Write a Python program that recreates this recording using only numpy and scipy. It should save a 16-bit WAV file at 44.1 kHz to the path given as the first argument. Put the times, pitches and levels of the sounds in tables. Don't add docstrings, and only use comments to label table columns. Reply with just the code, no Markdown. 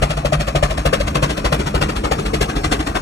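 import sys
import numpy as np
from scipy import signal
from scipy.fft import rfft, irfft
from scipy.io import wavfile
from scipy.ndimage import uniform_filter1d, minimum_filter1d

SR = 44100
rng = np.random.default_rng(int(sys.argv[2]) if len(sys.argv) > 2 else 0)


def master(y):
    cut = np.clip(np.atleast_2d(y).T, -1, 1)
    pcm = np.round(cut * 32767)
    wavfile.write(sys.argv[1], SR, pcm.astype(np.int16))


def gain_from_decibels(decibels):
    exponent = np.asarray(decibels, float) / 20
    return 10 ** exponent


N = 132741

# start in seconds, jet level in dB, bark level in dB, chimney overtone in dB, frame shake in dB.
EARLY_BEATS = [(0.0257, -9.5, -14.5, -10, -12.5), (0.1013, -17.5, -23.5, -16.5, -26),
               (0.176, -17.5, -20.5, -20, -45), (0.2534, -13, -7, -11, -35), (0.328, -9, -12, -9, -35),
               (0.402, -15.5, -23, -13, -24), (0.4781, -15.5, -17, -18, -32),
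               (0.556, -10.5, -8.5, -10, -35), (0.631, -8, -12.5, -10.5, -42),
               (0.704, -16.5, -23.5, -28, -29), (0.779, -15.5, -30, -21, -26),
               (0.8585, -10, -11.5, -10.5, -36), (0.934, -9.5, -11, -19, -33), (1.0012, -20, -19, -28, -26),
               (1.0767, -17.5, -41, -19, -22), (1.1527, -8, -17, -10, -31), (1.2286, -8, -17.5, -7, -13.5),
               (1.299, -17, -25.5, -42, -23), (1.376, -15.5, -17, -40, -26),
               (1.4501, -9.5, -10.5, -26, -29)]
LATE_BEATS = [(1.5257, -8, -15, -9.5, -18), (1.5966, -16.5, -23, -36, -16),
              (1.6677, -14.5, -26.5, -17.5, -47), (1.7482, -9.5, -13.5, -15.5, -25),
              (1.818, -8, -20.5, -12, -20), (1.8903, -15.5, -29, -33, -44), (1.9635, -17, -31, -35, -28),
              (2.0427, -9.5, -18.5, -20, -43), (2.1165, -9, -14.5, -17.5, -35),
              (2.19, -20.5, -24, -14.5, -30), (2.261, -17.5, -40, -41, -17), (2.3405, -12.5, -15, -16, -35),
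              (2.4144, -11, -17, -11, -22), (2.4901, -14, -35, -20, -31), (2.5648, -16, -25, -19.5, -14),
              (2.6419, -10, -23, -16, -42), (2.72, -9, -42, -25, -7), (2.797, -16.5, -23.5, -24, -43),
              (2.8725, -14, -21, -43, -45), (2.955, -9, -42, -40, -11)]
BEATS = [*EARLY_BEATS, *LATE_BEATS]


def evened(x):
    return x / np.sqrt(np.mean(x ** 2) + 1e-20)


def along(points):
    s, value = np.transpose(points)
    return np.interp(np.arange(N) / SR, s, value)


def read(points, hz):
    f, value = np.transpose(points)
    return np.interp(np.log(hz + 1), np.log(f + 1), value)


def colour(x, points):
    return irfft(rfft(x) * gain_from_decibels(read(points, np.fft.rfftfreq(N, 1 / SR))), N)


def resonate(x, hz, width):
    turn = np.exp(2j * np.pi * np.cumsum(hz * np.ones(N)) / SR)
    r = np.exp(-np.pi * width / SR)
    return 2 * (turn * signal.lfilter([1 - r], [1, -r], x / turn)).real


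def wander(size):
    return evened(uniform_filter1d(uniform_filter1d(rng.standard_normal(N), size), size))


def puff(t, rise, fall):
    return np.sin(np.pi / 2 * np.clip(t / rise, 0, 1)) ** 2 * gain_from_decibels(-fall * np.maximum(t - rise, 0))


def beats(part, shape):
    # lead in seconds, rise in seconds, jet fall in dB per second, thump delay in seconds.
    valves = [
        (0.011, 0.018, 402, 0.0002),
        (0.011, 0.02, 367, -0.0015),
        (0.013, 0.017, 346, -0.0005),
        (0.011, 0.018, 417, 0.0003),
    ]
    # delay in seconds, rise in seconds, clear ring in dB.
    strikes = [(0.0037, 0.0049, 7.5), (0.0075, 0.012, 8.5), (0.0042, 0.015, 3), (0.0019, 0.0057, 1)]
    # thump in dB, hiss tilt in dB.
    blows = [(-13.5, 1), (-25, 3.3), (-20.5, -0.5), (-16.5, -0.3), (-17, -1), (-19, 1.8), (-17.5, 0),
             (-13.5, -0.8), (-15.5, 0.5), (-21, 0.5), (-18, -0.3), (-13, -0.4), (-20, -0.2), (-15.5, 4.2),
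             (-19, 2), (-16.5, -3.5), (-22, 0.3), (-19, 3.5), (-29, -0.1), (-15.5, -0.2), (-18, -1.2),
             (-23, .1), (-30, -1.2), (-14, -3.4), (-24, -0.4), (-25, -1.5), (-17.5, 1), (-19, -5),
             (-13.5, -1.2), (-23, 3.5), (-20.5, .1), (-19.5, 1.8), (-16.5, 3.7), (-27, -3.8), (-20, .1),
             (-27, -0.3), (-19, 2), (-18, -0.8), (-22, -1.7), (-24, -4.5)]
    names = ("lead", "rise", "fall", "thump_delay", "ring_delay", "ring_rise", "ring_db")
    out, t = np.zeros(N + SR), np.arange(SR // 4) / SR
    for k, (start, jet_db, bark_db, overtone_db, shake_db) in enumerate(BEATS):
        valve = dict(zip(names, (*valves[k % 4], *strikes[k % 4])))
        thump_db, tilt_db = blows[k]
        level = dict(jet=jet_db, bark=bark_db, overtone=overtone_db, shake=shake_db,
                     thump=thump_db, treble=jet_db + tilt_db)[part]
        at = round((start - valve["lead"]) * SR)
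        out[at:at + len(t)] += gain_from_decibels(level) * shape(t, valve)
    return out[:N]


def hums():
    # pitch in Hz, width in Hz, level in dB, loudest moment in seconds, span in seconds.
    hum_modes = [(40.8, 14, -6.5, 0.6, 2.25), (49.6, 41, -10, 0.66, 1.96), (205, 31.4, -10.5, 1.62, 0.8),
                 (304, 53, -10.5, 2.12, 1.35), (422, 84, -8, 2.25, 0.78), (1280, 170, -42, 0.33, 0.53),
                 (2480, 490, -19.5, .3, 2.4)]
    t, out = np.arange(N) / SR, 0
    for hz, width, db, loudest, span in hum_modes:
        noise = rng.standard_normal((2, N))
        fuzz = evened(resonate(resonate(noise, hz, width), hz, width))
        out = out + gain_from_decibels(db + 1) * np.exp(-.5 * ((t - loudest) / span) ** 2) * fuzz
    return out


def wash():
    # frequency in Hz, level in dB.
    gear_spectrum = [(50, -3), (150, -7), (300, -13.5), (1200, -16), (2600, -38), (5000, -36.5),
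                     (10000, -43), (15500, -42.5)]
    frames = N // 256 + 5
    a, b, c, d, patches = rng.standard_normal((frames, 513, 5)).T
    patches = evened(uniform_filter1d(uniform_filter1d(patches, size=10, axis=0), size=6, axis=1))
    z = np.array([a + 1j * b, c + 1j * d]) * gain_from_decibels(3.5 * patches)
    rumble = evened(colour(signal.istft(z, nperseg=1024, noverlap=768)[1][:, :N], gear_spectrum))
    leak_hz, leak_rise_db, spit_db = 2220, 4.5, 0.5
    leak = signal.sosfiltfilt(signal.butter(2, leak_hz, "high", fs=SR, output="sos"), rumble)
    leak_gain = gain_from_decibels(leak_rise_db * np.arange(N) / N + spit_db * wander(150))
    return rumble + (leak_gain - 1) * leak


def gear():
    # time in seconds, level in dB.
    gear_level = [(0, -23), (.5, -26.5), (1.0, -24.5), (1.5, -25), (2.0, -25), (2.5, -24), (3.0, -26)]
    drone_hz, drone_width_hz, drone_db, drone_fade_db = 148, 5.6, -5.5, -8.5
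    drone = evened(resonate(rng.standard_normal((2, N)), drone_hz, drone_width_hz))
    drone = gain_from_decibels(drone_db + drone_fade_db * np.arange(N) / N) * drone
    shake = 1 + 3.7 * beats("shake", lambda t, v: puff(t, 0.0037, 230))
    hum_surge = 1 + 2.3 * beats("jet", lambda t, v: puff(t, 0.016, 300))
    return shake * gain_from_decibels(along(gear_level) - 1.5) * (wash() + drone + hums() * hum_surge)


def road(x):
    # time in seconds, echo delay in seconds.
    echo_delay = [(0, 0.0014), (1.5, 0.00195), (3.0, 0.002595)]
    echo, echo_hz = 0.41, 1720
    dull = signal.lfilter(*signal.butter(1, echo_hz, fs=SR), x)
    at = np.arange(N) - along(echo_delay) * SR
    return x + echo * np.array([np.interp(at, np.arange(N), v) for v in dull])


def pipe():
    # pitch in Hz, 60 dB decay in seconds, level in dB, first swing in seconds,
    # swell lead in seconds, swell in seconds.
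    chimney_modes = [
        (54, 0.17, 2.5, .0001, 0.0027, 0.0073),
        (146.5, 0.17, -3, .0023, 0.0052, 0.0097),
    ]

    def ring(hz, t60, db, first, lead, swell):
        def shape(t, v):
            since = t - v["lead"] - v["thump_delay"]
            swing = np.sin(2 * np.pi * hz * (since - first))
            return -gain_from_decibels(db) * puff(since + lead, swell, 60 / t60) * swing
        return shape

    return beats("thump", ring(*chimney_modes[0])) + beats("overtone", ring(*chimney_modes[1]))


def bark():
    nozzle_pitch = [570, 629, 640, 580, 570, 624, 576, 570, 655, 630, 560, 554, 525, 549, 565, 500, 522,
                    470, 549, 527, 580, 420, 560, 500, 580, 560, 420, 500, 505, 403, 420, 425, 409, 290,
                    285, 490, 450, 295, 290, 420]
    level_db, width_hz, burst_fall, ring_fall = 2, 343, 430, 1060
    ring_spread = 0.05015
    hz = along([(row[0] + s, pitch) for row, pitch in zip(BEATS, nozzle_pitch) for s in (-.01, .03)])

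    def burst_shape(t, v):
        return puff(t - v["ring_delay"], v["ring_rise"], burst_fall)

    def ring_shape(t, v):
        return gain_from_decibels(v["ring_db"]) * puff(t - v["ring_delay"], v["ring_rise"], ring_fall)

    burst = rng.standard_normal((2, N)) * beats("bark", burst_shape)
    rough = gain_from_decibels(level_db + 10.5) * resonate(resonate(burst, hz, width_hz), hz, width_hz)
    phase = 2 * np.pi * np.cumsum(hz * (1 + ring_spread * wander(400))) / SR
    tone = np.sin(phase + np.array([[0], [np.pi / 2]]))
    return rough + tone * beats("bark", ring_shape)


def crackle():
    snaps_per_s, snap_db, spread_db = 1300, -9.5, 3.5
    sizes = gain_from_decibels(spread_db * np.minimum(rng.exponential(1, (2, N)), 4))
    snaps = (rng.random((2, N)) < snaps_per_s / SR) * sizes * rng.choice([-1., 1.], (2, N))
    return rng.standard_normal((2, N)) + gain_from_decibels(snap_db) * evened(snaps)


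def eddies(x):
    z = signal.stft(x, nperseg=512, noverlap=384)[2]
    patches = rng.standard_normal(z.shape[1:])
    patches = evened(uniform_filter1d(uniform_filter1d(patches, size=7, axis=1), size=2, axis=0))
    eddy_db = 2.5
    return signal.istft(z * gain_from_decibels(eddy_db * patches), nperseg=512, noverlap=384)[1][:, :N]


def blast(t, rise, fall):
    linger_db, linger_fall, quick = -11, 218, 1.21
    return puff(t, rise, fall * quick) + gain_from_decibels(linger_db) * puff(t, rise, linger_fall * fall / 400)


def jet():
    # frequency in Hz, level in dB.
    jet_spectrum = [(330, -5.5), (560, 1), (1200, -1.5), (2600, -9.5), (6000, -19.5), (10200, -26),
                    (12200, -23), (15500, -33)]
    # pitch in Hz, width in Hz, level in dB.
    stack_modes = [(1200, 260, -4.5), (2690, 380, -8), (3350, 380, -9), (4400, 740, -15)]
    jet_db, treble_hz, treble_fall, gust_db, gust_s = -5.5, 2070, 1.376, 1.5, 0.0045
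    raw = crackle()
    stack = sum(gain_from_decibels(db - 6) * resonate(raw, hz, width) for hz, width, db in stack_modes)
    steam = evened(eddies(colour(raw, jet_spectrum) + stack))
    low = signal.sosfiltfilt(signal.butter(2, treble_hz, fs=SR, output="sos"), steam)
    treble = steam - low
    gust = gain_from_decibels(gust_db * wander(int(gust_s * SR)))
    low = low * beats("jet", lambda t, v: blast(t, v["rise"], v["fall"]))
    treble = treble * beats("treble", lambda t, v: blast(t, v["rise"], v["fall"] * treble_fall))
    return gain_from_decibels(jet_db) * gust * (low + treble)


def scene():
    return road(jet()) + bark() + pipe() + gear()


def centre_cut(left, right):
    # start in seconds, length in seconds, top in Hz.
    openings = [(0.305, 0.013, 15900), (0.578, .03, 13400), (0.841, 0.03, 15900), (1.082, 0.034, 14800),
                (1.541, 0.022, 15700), (1.75, 0.034, 14900), (1.805, 0.019, 15900)]
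    edge_hz, rag_hz, open_db = 11650, 950, -6
    hz, t, z = signal.stft((left + right) / 2, SR, nperseg=512, noverlap=384)
    rag = np.repeat(rng.random(len(t) // 8 + 1) ** 2, 8)[:len(t)]
    top = edge_hz + rag_hz * rag
    for s, length, open_hz in openings:
        top = np.where((t > s) & (t < s + length), open_hz, top)
    hz = hz[:, None]
    z = z * (hz < top) * np.where(hz > edge_hz + rag_hz, gain_from_decibels(open_db), 1)
    centre = signal.istft(z, SR, nperseg=512, noverlap=384)[1][:N]
    return centre + np.array([[.5], [-.5]]) * (left - right)


def limit(x):
    room = np.minimum(.94 / (abs(x).max(0) + 1e-9), 1)
    return x * uniform_filter1d(minimum_filter1d(room, size=257), size=129)


def top_cut(x):
    return signal.sosfilt(signal.butter(12, 15850, fs=SR, output="sos"), x)


def record(dry):
    # frequency in Hz, likeness from 0 to 1.
    bass_same = [(50, .9999), (100, .9992)]
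    upper_same = [(330, 0.93), (800, 1), (1300, 1), (1600, 0.36), (2400, 0.39), (3200, 0.59), (7000, 0.69),
                  (10000, 0.63)]
    # frequency in Hz, lead of the left port in radians.
    left_lead = [(250, 0.16), (400, 1.58), (700, 1.1), (1000, 3.98), (2700, 9), (4250, 12.1), (5400, 6.97),
                 (11500, 3.81)]
    # frequency in Hz, level of the right port in dB.
    right_level = [(260, 3.5), (400, -2.5), (550, -8), (800, -2.5), (1200, -12.5), (2000, -1.5),
                   (4400, -1.5), (6000, -0.33)]
    ceiling, low_cut_hz, edge_hz, mono_hz = 1.5, 34, 15850, 170
    hz = np.fft.rfftfreq(N, 1 / SR)
    band = (hz < edge_hz) * hz ** 4 / np.sqrt(hz ** 8 + low_cut_hz ** 8)
    left, scattered = rfft(ceiling * np.tanh(dry / ceiling)) * band
    same = np.clip(read([*bass_same, (mono_hz, .999), *upper_same], hz), 0, 1)
    lag = np.exp(-1j * np.interp(hz, *np.transpose([(mono_hz - 20, 0), *left_lead])))
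    shade = gain_from_decibels(read([(mono_hz - 20, 0), *right_level], hz))
    right = shade * (same * lag * left + np.sqrt(1 - same ** 2) * scattered)
    ports = centre_cut(*limit(irfft(np.array([left, right]), N)))
    return top_cut(ports)


dry = scene()
out = record(dry)
master(out)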